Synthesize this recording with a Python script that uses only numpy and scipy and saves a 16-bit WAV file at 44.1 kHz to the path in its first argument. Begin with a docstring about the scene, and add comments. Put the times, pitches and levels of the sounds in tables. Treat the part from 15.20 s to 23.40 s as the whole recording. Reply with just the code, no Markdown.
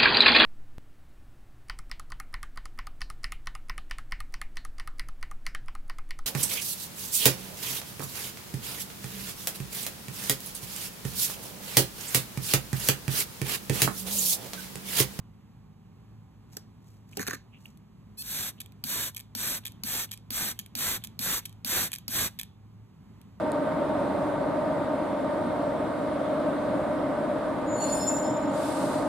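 """In a small room with a faint low hum, a trigger spray bottle is picked up with knocks, drags and squeaks.
It then squirts nine times onto wood close to the microphone: each pull swells a hiss of noise, with
droplets pattering and puffs of air. Quick pulls open with a snap of the valve; the slow first one squeaks.
On each release the piston slides, scrapes and clicks back on its spring. Short noise bursts make the
clicks, decaying tones make the knocks, and narrow noise makes the whistling notes."""
import sys
import numpy as np
from scipy import signal
from scipy.fft import rfft, irfft
from scipy.io import wavfile

SR = 44100
rng = np.random.default_rng(int(sys.argv[2]) if len(sys.argv) > 2 else 0)


def dump(signal):
    """Clip the signal to [-1, 1] and save it as 16-bit WAV at the path in sys.argv[1]."""
    limited = np.clip(np.atleast_2d(signal).T, -1, 1)
    pcm = np.round(limited * 32767).astype(np.int16)
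    wavfile.write(sys.argv[1], SR, pcm)


N = 361619  # length of the scene [samples]

# All levels in the tables are relative: the functions set the final loudness.
# Trigger pulls: (time [s], stroke length [s], hiss peak [dB], lateness of the peak [1 = mid stroke],
# mist striking the wood compared with the hiss [dB])
PULLS = [(3.0, 0.322, -32.6, 1.57, -11.8), (3.6391, 0.274, -30.6, 1.03, -9.5),
         (4.1505, 0.253, -30.6, 1.0, -9.6), (4.6354, 0.235, -30.6, 1.03, -9.9),
         (5.1051, 0.238, -30.2, 0.91, -8.4), (5.5523, 0.239, -28.4, 1.01, -7.6),
         (5.9911, 0.223, -28.6, 0.99, -7.8), (6.4468, 0.251, -27.6, 0.96, -8),
         (6.8802, 0.217, -27.4, 1.32, -7.8)]
# Knocks as the bottle is handled: (time [s], hollow thud [dB], wall clack [dB], tick [dB],
# ring length the grip allows [times normal], tilt of the thud [dB per octave])
BOTTLE_KNOCKS = [(1.3686, -35.5, -46.5, -30, .6, 4), (1.9705, -31, -56, -26.5, .8, 4),
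                 (1.9805, -35, -56, -50, .7, 4), (1.9946, -28, -31.5, -35, 1, -3),
                 (2.0157, -44, -35, -34, .8, 0), (2.029, -49, -34, -39, .7, 0),
                 (2.067, -44, -31, -33, .5, 0), (2.0824, -25.5, -27, -33, .6, 3),
                 (2.1087, -44, -28.5, -35, 1.1, 0), (2.132, -37.5, -30, -35, .9, -3),
                 (2.147, -52, -41, -41, 1.5, -4)]
# The bottle drags between knocks: (time [s], length [s], level [dB])
DRAGS = [(1.989, 0.052, -38.5), (2.04, .028, -52), (2.068, 0.02, -33), (2.094, .022, -38),
         (2.13, 0.026, -44)]
# The hand shifts on the plastic: (time [s], length [s], level [dB])
GRIP_SHIFTS = [(1.317, .08, -60.5), (1.623, .17, -68.5), (1.9, .1, -59), (2.387, .16, -68.5)]
# A finger squeaks on the plastic, then slips off: (time [s], length [s], level [dB])
FINGER_RUBS = [(1.92, .028, -58), (1.98, .011, -42), (2.318, 0.071, -58), (2.454, 0.0086, -47.5)]
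# The piston scrapes back on its spring: (time [s], length [s], level [dB])
PISTON_RETURNS = [(3.403, .016, -43), (3.964, .02, -44), (4.452, .03, -44), (4.912, .03, -44),
                  (5.39, .011, -42), (5.8385, .014, -39), (6.253, .009, -38), (6.729, .013, -35),
                  (7.189, .012, -37)]
# Trigger clicks and piston slips: (time [s], level [dB])
PUMP_CLICKS = [(2.458, -47), (2.574, -51.5), (3.4031, -34), (3.4057, -32), (3.414, -36), (3.4607, -44),
               (3.5215, -50), (3.9474, -36), (3.9642, -34), (3.968, -29), (3.9791, -36), (3.9942, -39),
               (4.0012, -36), (4.0076, -40), (4.4523, -34), (4.4556, -29), (4.4651, -31), (4.4713, -34),
               (4.4787, -36), (4.5208, -47), (4.9125, -35), (4.9163, -28), (4.9265, -37), (4.9374, -35),
               (4.9751, -42), (5.391, -26), (5.3968, -29), (5.4136, -45), (5.4619, -42), (5.8387, -30),
               (5.8473, -29), (5.8721, -38), (6.2552, -30), (6.2582, -31), (6.2944, -45), (6.327, -48),
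               (6.718, -29), (6.7314, -24), (6.7382, -30), (6.7519, -33), (6.7598, -30), (6.785, -36),
               (7.1893, -31), (7.1972, -28), (7.2132, -30), (7.2323, -32), (8.015, -48)]
# Roughness of the seal's squeak: (share of its length [0-1], roughness [0-1])
SEAL_ROUGHNESS = [(0, .8), (.3, .15), (.78, .2), (.87, .95), (1, .95)]

# Ways the bottle's hollow can ring: (frequency [Hz], level [dB], time to fall 60 dB [s])
HOLLOW_RING = [(202, -4, 0.075), (274, 2, 0.062), (412, 4, 0.055), (505, -7, 0.06), (760, -9, 0.05)]
# Ways the bottle's wall can ring: (frequency [Hz], level [dB], time to fall 60 dB [s])
WALL_RING = [(1170, -5.5, 0.036), (1582, 1.5, 0.032), (1730, 3, 0.028), (1930, -3.5, 0.02),
             (2460, -6.5, 0.014)]
# Steady resonances of the nozzle: (frequency [Hz], level [dB])
NOZZLE_NOTES = [(1590, -21.5), (2390, -21), (3400, -23), (6020, -17), (8050, -17.5), (11250, -17.5)]
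# Notes of the swirl chamber: (frequency at rest [Hz], level [dB])
SWIRL_NOTES = [(8200, -14.5), (9150, -15.5), (12600, -16), (13600, -15), (14900, -15)]
# Steady hum of the room: (frequency [Hz], level [dB])
HUM_NOTES = [(53, -71.5), (106.5, -56.5), (158, -69), (211, -67), (409, -77), (780, -79.5), (899, -82.5),
             (1023, -85.5)]

# Colours of the sounds, each as (frequency [Hz], level per Hz [dB])
# mist leaving the nozzle: (frequency [Hz], level per Hz [dB])
MIST_COLOUR = [(700, -6), (1150, -5.2), (1700, -2.2), (2900, -5.2), (3700, 1), (4900, -4.8), (6100, -1),
               (7000, -5), (8500, -1), (10000, -3), (11300, .2), (12600, -1.5), (14100, .3), (15700, -4.5)]
# puff of air at the microphone: (frequency [Hz], level per Hz [dB])
PUFF_COLOUR = [(20, -36), (42, -13.5), (70, -6.5), (200, -4.5), (330, -9), (700, -21), (2000, -52)]
# valve snapping open: (frequency [Hz], level per Hz [dB])
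VALVE_COLOUR = [(600, -5.5), (1800, -13), (2400, -1), (3400, -4), (4600, 8), (7000, -8), (11500, 0),
                (15600, 0), (16600, -26)]
# squeaking seal: (frequency [Hz], level per Hz [dB])
SEAL_COLOUR = [(1700, -19), (3200, -3), (4800, 3), (6200, -8), (10400, 3), (15500, -1)]
# piston and trigger: (frequency [Hz], level per Hz [dB])
PISTON_COLOUR = [(600, -21), (1100, -13), (1500, -18), (1750, -3.5), (2000, -11), (2430, 3), (2750, -6),
                 (3250, 3.5), (4300, -4), (7000, -5), (8600, -1), (13400, -1), (16000, -7)]
# tick of a knock: (frequency [Hz], level per Hz [dB])
TICK_COLOUR = [(500, -18.5), (3500, -4), (5200, 5), (10500, -1), (15500, 2), (16500, -37)]
# loose rattle after a knock: (frequency [Hz], level per Hz [dB])
RATTLE_COLOUR = [(150, -6), (400, 0), (900, -13), (1650, 4.5), (2300, -7.5), (3400, -12.5), (4200, -6),
                 (5500, -9.5), (15000, -24.5)]
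# dragging bottle: (frequency [Hz], level per Hz [dB])
DRAG_COLOUR = [(500, -11), (2400, 5), (3300, -10), (4100, 4), (5000, -8), (6500, 8.5), (7300, -3),
               (8500, -2), (12500, 1), (16000, -9)]
# skin rubbing on plastic: (frequency [Hz], level per Hz [dB])
SKIN_COLOUR = [(600, 0), (2600, -7), (5500, .5), (16000, -7)]
# rumble of the room: (frequency [Hz], level per Hz [dB])
RUMBLE_COLOUR = [(20, -44), (32, -21), (50, -5.5), (130, -2), (200, -.5), (300, -13.5), (550, -24),
                 (800, -24.5), (1100, -23), (1450, -31), (2700, -34), (4500, -39.5), (8000, -44.5),
                 (13000, -47), (16000, -50.5)]

# How long the room rings: (frequency [Hz], time to fall 60 dB [s])
ROOM_DECAY = [(200, 0.15), (1000, 0.11), (3500, 0.32), (8000, 0.17), (15000, 0.12)]
# Likeness of the left and right channels: (frequency [Hz], likeness [0-1])
CHANNEL_LIKENESS = [(100, .985), (350, .92), (650, .55), (1500, .85), (3000, .58), (4200, .65), (5100, .98),
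                    (6000, .78), (7200, .95), (8500, .85), (9800, .997), (11200, .88), (15000, .98)]
# How far the left channel leads: (frequency [Hz], phase [radians])
LEFT_LEAD = [(25, -.15), (80, -.24), (180, -.55), (350, -1.1), (650, -1), (1000, 0), (2500, 1.4),
             (3600, 1.5), (5150, 3.14), (7100, 6.28), (9750, 9.42), (12300, 12.57), (14950, 15.71),
             (16000, 16.3)]
# Loudness of the left channel over the right: (frequency [Hz], difference [dB])
LEFT_BALANCE = [(280, -.7), (800, -5), (1600, -2.5), (2500, -5), (4000, -1), (5000, 0), (16000, 0)]

SCRAPE_PER_S, RATTLE_PER_S = 1500, 500  # average tiny catches a second


def spray():
    """Mist hisses from the nozzle, patters low on the wood and puffs air at the microphone."""
    hiss, impact, pressure = strokes()
    jet = mist_jet()
    low_pass = signal.butter(2, 2600, fs=SR, output="sos")
    low = signal.sosfiltfilt(low_pass, jet)
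    tones = nozzle_tones() + swirl_tones(pressure)
    tones = np.array([[1], [0]]) * tones  # one point source, common to both channels
    puff = colour(rng.standard_normal((2, N)), PUFF_COLOUR)
    return hiss * (jet - low + tones) + impact * (amp(10.5) * low + amp(-7.5) * puff)


def strokes():
    """Pressure swells over each pull; flow levels off when choked, and mist takes time to reach the wood."""
    choke, flight_s = 1.5, .008
    t = np.arange(N) / SR
    hiss, impact, pressure = np.zeros((3, N))
    for s, length, db, late, impact_db in PULLS:
        part = np.clip((t - s) / length, 0, 1)
        push = abs(np.sin(np.pi * part ** late)) + 1e-12
        pressure += push
        after = t - s - length
        # the last droplets are still landing
        settling = np.exp(-np.maximum(after, 0) / .045 + np.minimum(after, 0) / .013)
        # the valve shuts just before the stroke ends
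        push = push / (1 + np.exp(np.clip((after + .014) / .005, -30, 30)))
        flow = np.tanh(choke * push ** .95) / np.tanh(choke)
        hiss += amp(db) * (flow + amp(-31.5) * settling)
        landing = np.interp(t - flight_s, t, push)
        # the mist needs speed to reach the wood
        impact += amp(db + impact_db) * (landing ** 1.05 + amp(-27) * settling)
    return hiss, impact, pressure


def mist_jet():
    """Smooth hiss mixed with uneven droplet impulses, flickering in level."""
    sizes = amp(3 * np.minimum(rng.exponential(1, N), 3))
    drops = (rng.random(N) < 5000 / SR) * sizes  # about 5000 drops a second
    patter = evened(drops * rng.choice([-1, 1], (2, N)))
    noise = evened(rng.standard_normal((2, N)) + .5 * patter)
    return echoes(colour(noise, MIST_COLOUR) * amp(drift(120)))


def echoes(x, count=6, delay_s=(.001, .009), share=.17):
    """Nearby surfaces throw hiss back; the aim shifts from pull to pull, so each has its own colour."""
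    out = x.copy()
    starts = [round(s * SR) for s, *_ in PULLS]
    for a, b in zip(starts, starts[1:] + [N]):
        delays, signs = rng.uniform(*delay_s, count), rng.choice([-1, 1], count)
        for delay, sign in zip(delays, signs):
            lag = round(delay * SR)
            out[:, a:b] += sign * share * x[:, a - lag:b - lag]
    return out / np.sqrt(1 + count * share ** 2)


def nozzle_tones():
    """Steady narrow resonances colour the hiss."""
    return sum(amp(db) * whistle(hz, width_hz=94) for hz, db in NOZZLE_NOTES)


def swirl_tones(pressure):
    """The swirl chamber sings faintly, its pitch dipping as the pressure peaks and wandering slowly."""
    dip, wander = .105, .012  # shares of the pitch
    bend = 1 - dip * pressure ** 2 + wander * drift(3)
    return sum(amp(db) * whistle(hz * bend, width_hz=45) for hz, db in SWIRL_NOTES)


def valve():
    """Quick pulls open the valve at one same pressure: a sharp snap, then a thump as water starts moving."""
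    snaps, thumps = np.zeros((2, 2, N))
    t = np.arange(1500) / SR
    thump = np.sin(2 * np.pi * 240 * t) * np.sin(np.pi * np.minimum(t / .019, 1))
    for s, *_ in PULLS[1:]:
        snap = crack(hold=.0018, decay=.0011) + amp(-9) * crack(hold=.0018, decay=.012)
        add(snaps, s, amp(-27.5) * snap)
        add(thumps, s + .005, amp(-37.5) * thump)
    return colour(snaps, VALVE_COLOUR) + thumps


def squeak():
    """The dry seal slips almost regularly, rising in pitch and level, then lets go in rough rubbing."""
    start_s, length_s, rise_s, fall_s = 2.97, .06, .0225, .005
    from_hz, top_hz = 805, 866
    t = np.arange(0, length_s, 1 / SR)
    speed = np.minimum(t / rise_s, 1)
    rough = np.interp(t / length_s, *np.transpose(SEAL_ROUGHNESS))
    jitter = 1 + .035 * rough * drift(500)[:len(t)]
    turns = np.cumsum((from_hz + (top_hz - from_hz) * speed) * jitter) / SR
    k = np.arange(2, 19)[:, None]  # overtones of the slipping
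    starts = rng.random((2, len(k), 1))
    slips = evened(np.cos(2 * np.pi * (k * turns + starts)).sum(1))
    rubbing = grains(SCRAPE_PER_S)[:len(t)] * rng.standard_normal(slips.shape)
    level = amp(-38) * speed * np.minimum((length_s - t) / fall_s, 1)
    out = np.zeros((2, N))
    add(out, start_s, level * (np.sqrt(1 - rough ** 2) * slips + rough * rubbing))
    return colour(out, SEAL_COLOUR)


def piston():
    """The returning piston scrapes in sharp slips; these and the trigger's clicks ring the plastic pump."""
    out = np.zeros((2, N))
    for s, length, db in PISTON_RETURNS:
        add(out, s, amp(db) * crack(hold=length, decay=.002, size=2400))
    out *= grains(SCRAPE_PER_S)
    for s, db in PUMP_CLICKS:
        click = crack(hold=.0003, decay=.0007)
        pump_ring = crack(hold=.0003, decay=.0028)
        add(out, s, amp(db) * (click + amp(-10) * pump_ring))
    return amp(2) * colour(out, PISTON_COLOUR)


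def piston_slides():
    """Before it scrapes, the piston slides back with a faint grainy rising note, different each time."""
    slide_s, from_hz, to_hz = .032, 1900, 4380
    spread_db, spread = 3, .2  # variation of the level, and of the length and pitch rise
    t = np.arange(N) / SR
    level, travel = np.zeros((2, N))
    variations = rng.uniform(-1, 1, (len(PISTON_RETURNS), 2))
    for (s, *_), (size, pace) in zip(PISTON_RETURNS, variations):
        # runs from 0 to 1 up to time s, and is 0 elsewhere
        part = np.clip((t - s) / (slide_s * (1 + spread * pace)) + 1, 0, 1) % 1
        level += amp(-62 + spread_db * size) * np.sin(np.pi * part)
        travel = np.maximum(travel, part * (1 - spread * pace))
    hz = from_hz + (to_hz - from_hz) * travel
    level *= grains(RATTLE_PER_S) * amp(3.7 * drift(200))
    return level * np.array([whistle(hz, width_hz=1200) for _ in range(2)])


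def finger_squeaks():
    """A finger rubbing on the plastic gives brief, fluttering notes of narrow noise."""
    t = np.arange(N) / SR
    level = np.zeros(N)
    for s, length, db in FINGER_RUBS:
        level += amp(db) * np.sin(np.pi * np.clip((t - s) / length, 0, 1))
    notes = np.array([whistle(2720, width_hz=450) for _ in range(2)])
    return level * notes * amp(3.7 * drift(200))


def knocks():
    """Each knock ticks, thuds in the hollow of the bottle and rings its wall, which rattles briefly."""
    body, ticks, rattle = np.zeros((3, 2, N))
    for s, thud_db, clack_db, tick_db, free, tilt_db in BOTTLE_KNOCKS:
        thud = ring(HOLLOW_RING, scatter=.02, free=free, rise=.0025, tilt_db=tilt_db)
        clack = ring(WALL_RING, scatter=.03, free=free, rise=.0008)
        add(body, s + .0011, amp(thud_db + 8) * thud)
        add(body, s, amp(clack_db + 7) * clack)
        add(ticks, s, amp(tick_db) * crack(hold=.001, decay=.0025))
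        add(rattle, s, amp(clack_db - 12) * crack(hold=.0025, decay=.02, size=4000))
    rattle *= grains(RATTLE_PER_S)
    return body + colour(ticks, TICK_COLOUR) + colour(rattle, RATTLE_COLOUR)


def scrapes():
    """Between knocks the bottle drags, crackling as it catches many times a second."""
    t = np.arange(N) / SR
    level = np.zeros(N)
    for s, length, db in DRAGS:
        part = np.clip((t - s) / length, 0, 1)
        level += amp(db) * np.sqrt(abs(np.sin(np.pi * part)))
    noise = grains(SCRAPE_PER_S) * rng.standard_normal((2, N))
    return colour(level * noise, DRAG_COLOUR)


def rustles():
    """Grainy rubbing that swells and fades with each shift of the grip."""
    t = np.arange(N) / SR
    level = np.zeros(N)
    for s, length, db in GRIP_SHIFTS:
        level += amp(db) * np.exp(-(2 * (t - s) / length - 1) ** 2)
    noise = amp(4.9 * drift(160)) * rng.standard_normal((2, N))
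    return colour(level * noise, SKIN_COLOUR)


def room(x):
    """The room answers with a diffuse tail of noise, each band dying at its own speed."""
    hz, t, bands = signal.stft(rng.standard_normal((2, SR * 3 // 4)), SR, nperseg=256)
    fading = bands * amp(-60 * t / read(ROOM_DECAY, hz)[:, None])
    tail = signal.istft(fading, SR, nperseg=256)[1]
    tail *= 1 - np.exp(-np.arange(tail.shape[1]) / SR / .0022)
    return signal.fftconvolve(x, tail / np.linalg.norm(tail[0]), axes=1)[:, :N]


def background():
    """Low room rumble of shaped noise, with hum tones that waver in level and phase."""
    t, hz = np.arange(N) / SR, np.fft.rfftfreq(N, 1 / SR)
    hum = np.zeros(N)
    for f, db in HUM_NOTES:
        level = amp(db + 2.7 * drift(4.5)) * np.sqrt(2)
        hum += level * np.sin(2 * np.pi * f * t + .67 * drift(8))
    spectrum = rfft(rng.standard_normal((2, N))) * amp(read(RUMBLE_COLOUR, hz))
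    rumble = evened(irfft(spectrum, N))
    return amp(-53.5 + drift(2)) * rumble + hum


def amp(db):
    """Turns decibels into a gain."""
    return 10 ** (np.asarray(db) / 20)


def evened(x):
    """Scales to an average strength (rms) of 1."""
    return x / np.sqrt(np.mean(x ** 2) + 1e-20)


def read(points, hz):
    """Reads a table between its points, on a log-frequency axis."""
    f, value = np.transpose(points)
    return np.interp(np.log(hz + 1), np.log(f + 1), value)


def add(mix, s, sound):
    """Mixes a sound in at time s."""
    part = mix[:, round(s * SR):][:, :sound.shape[-1]]
    part += sound[..., :part.shape[1]]


def colour(x, points, size=2048):
    """Filters without sounding early (minimum phase); white noise keeps its power."""
    gain = evened(amp(read(points, abs(np.fft.fftfreq(size, 1 / SR)))))
    response = np.exp(np.conj(signal.hilbert(np.log(gain + 1e-5))))
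    taps = np.fft.ifft(response).real
    return signal.oaconvolve(x, taps[None], axes=1)[:, :N]


def drift(rate_hz):
    """Random wander of rms 1; a higher rate makes it faster."""
    hz = np.fft.rfftfreq(N, 1 / SR)
    return evened(irfft(rfft(rng.standard_normal(N)) * np.exp(-(hz / rate_hz) ** 2), N))


def crack(hold, decay, size=1200):
    """A noise burst that holds (s) and dies (s), different in each row; starts at rms 1."""
    t = np.arange(size) / SR
    return rng.standard_normal((2, size)) * np.exp(-np.maximum(t - hold, 0) / decay)


def ring(modes, scatter, free, rise, tilt_db=0, size=5000):
    """Struck tones, peak near 1; the grip sets how long they ring and the place of the blow tilts them."""
    t = np.arange(size) / SR
    hz, db, t60 = np.transpose(modes)[:, :, None]
    db = db + tilt_db * np.log2(hz / hz.mean())
    hz = hz * (1 + scatter * rng.standard_normal((2, *hz.shape)))
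    fade = amp(db - 60 * t / (t60 * max(free, .1)))
    swing = fade * np.sin(2 * np.pi * hz * t)
    return swing.sum(1) * (1 - np.exp(-t / rise)) / np.linalg.norm(amp(db))


def whistle(hz, width_hz):
    """Noise in a narrow resonance that can follow a pitch curve; rms 1."""
    step = 32  # the slow wobble is drawn every 32 samples, then joined by lines
    coarse = rng.standard_normal((2, N // step + 2))
    pole = np.exp(-np.pi * width_hz * step / SR)
    wobble = signal.lfilter([1], [1, -pole], coarse[0] + 1j * coarse[1])
    wobble = np.interp(np.arange(N) / step, np.arange(len(wobble)), wobble)
    carrier = np.exp(2j * np.pi * np.cumsum(hz * np.ones(N)) / SR)
    return evened((wobble * carrier).real)


def grains(per_s, size=200):
    """A level of rms 1 made of tiny uneven catches, each dying within a millisecond or so."""
    catches = (rng.random(N) < per_s / SR) * rng.uniform(.3, 1, N)
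    fade = np.exp(-np.arange(size) / SR / .00089)
    return evened(np.convolve(catches, fade)[:N])


def scene():
    """Mist is close and dry, the bottle farther and wetter; row one is shared by left and right, row two differs."""
    mist = spray()
    bottle = valve() + squeak() + piston() + piston_slides()
    bottle += finger_squeaks() + knocks() + scrapes() + rustles()
    echoing = room(amp(-23) * mist + amp(-16) * bottle)
    return mist + bottle + echoing + background()


def record(dry):
    """Left and right share part of the sound, with a phase lead and balance by pitch; the top is cut off."""
    hz = np.fft.rfftfreq(N, 1 / SR)
    common, different = rfft(dry)
    same = np.clip(read(CHANNEL_LIKENESS, hz), 0, 1)
    lean = amp(read(LEFT_BALANCE, hz))
    right = same * common + 1j * np.sqrt(1 - same ** 2) * different
    right = right * np.exp(-1j * read(LEFT_LEAD, hz))
    # the balance leaves the total power unchanged
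    channels = irfft(np.array([common * lean, right]) * np.sqrt(2 / (1 + lean ** 2)), N)
    low_pass = signal.firwin(255, 15850, window=("kaiser", 8), fs=SR)
    return signal.oaconvolve(channels, low_pass[None], "same")


dry = scene()
out = record(dry)
dump(out)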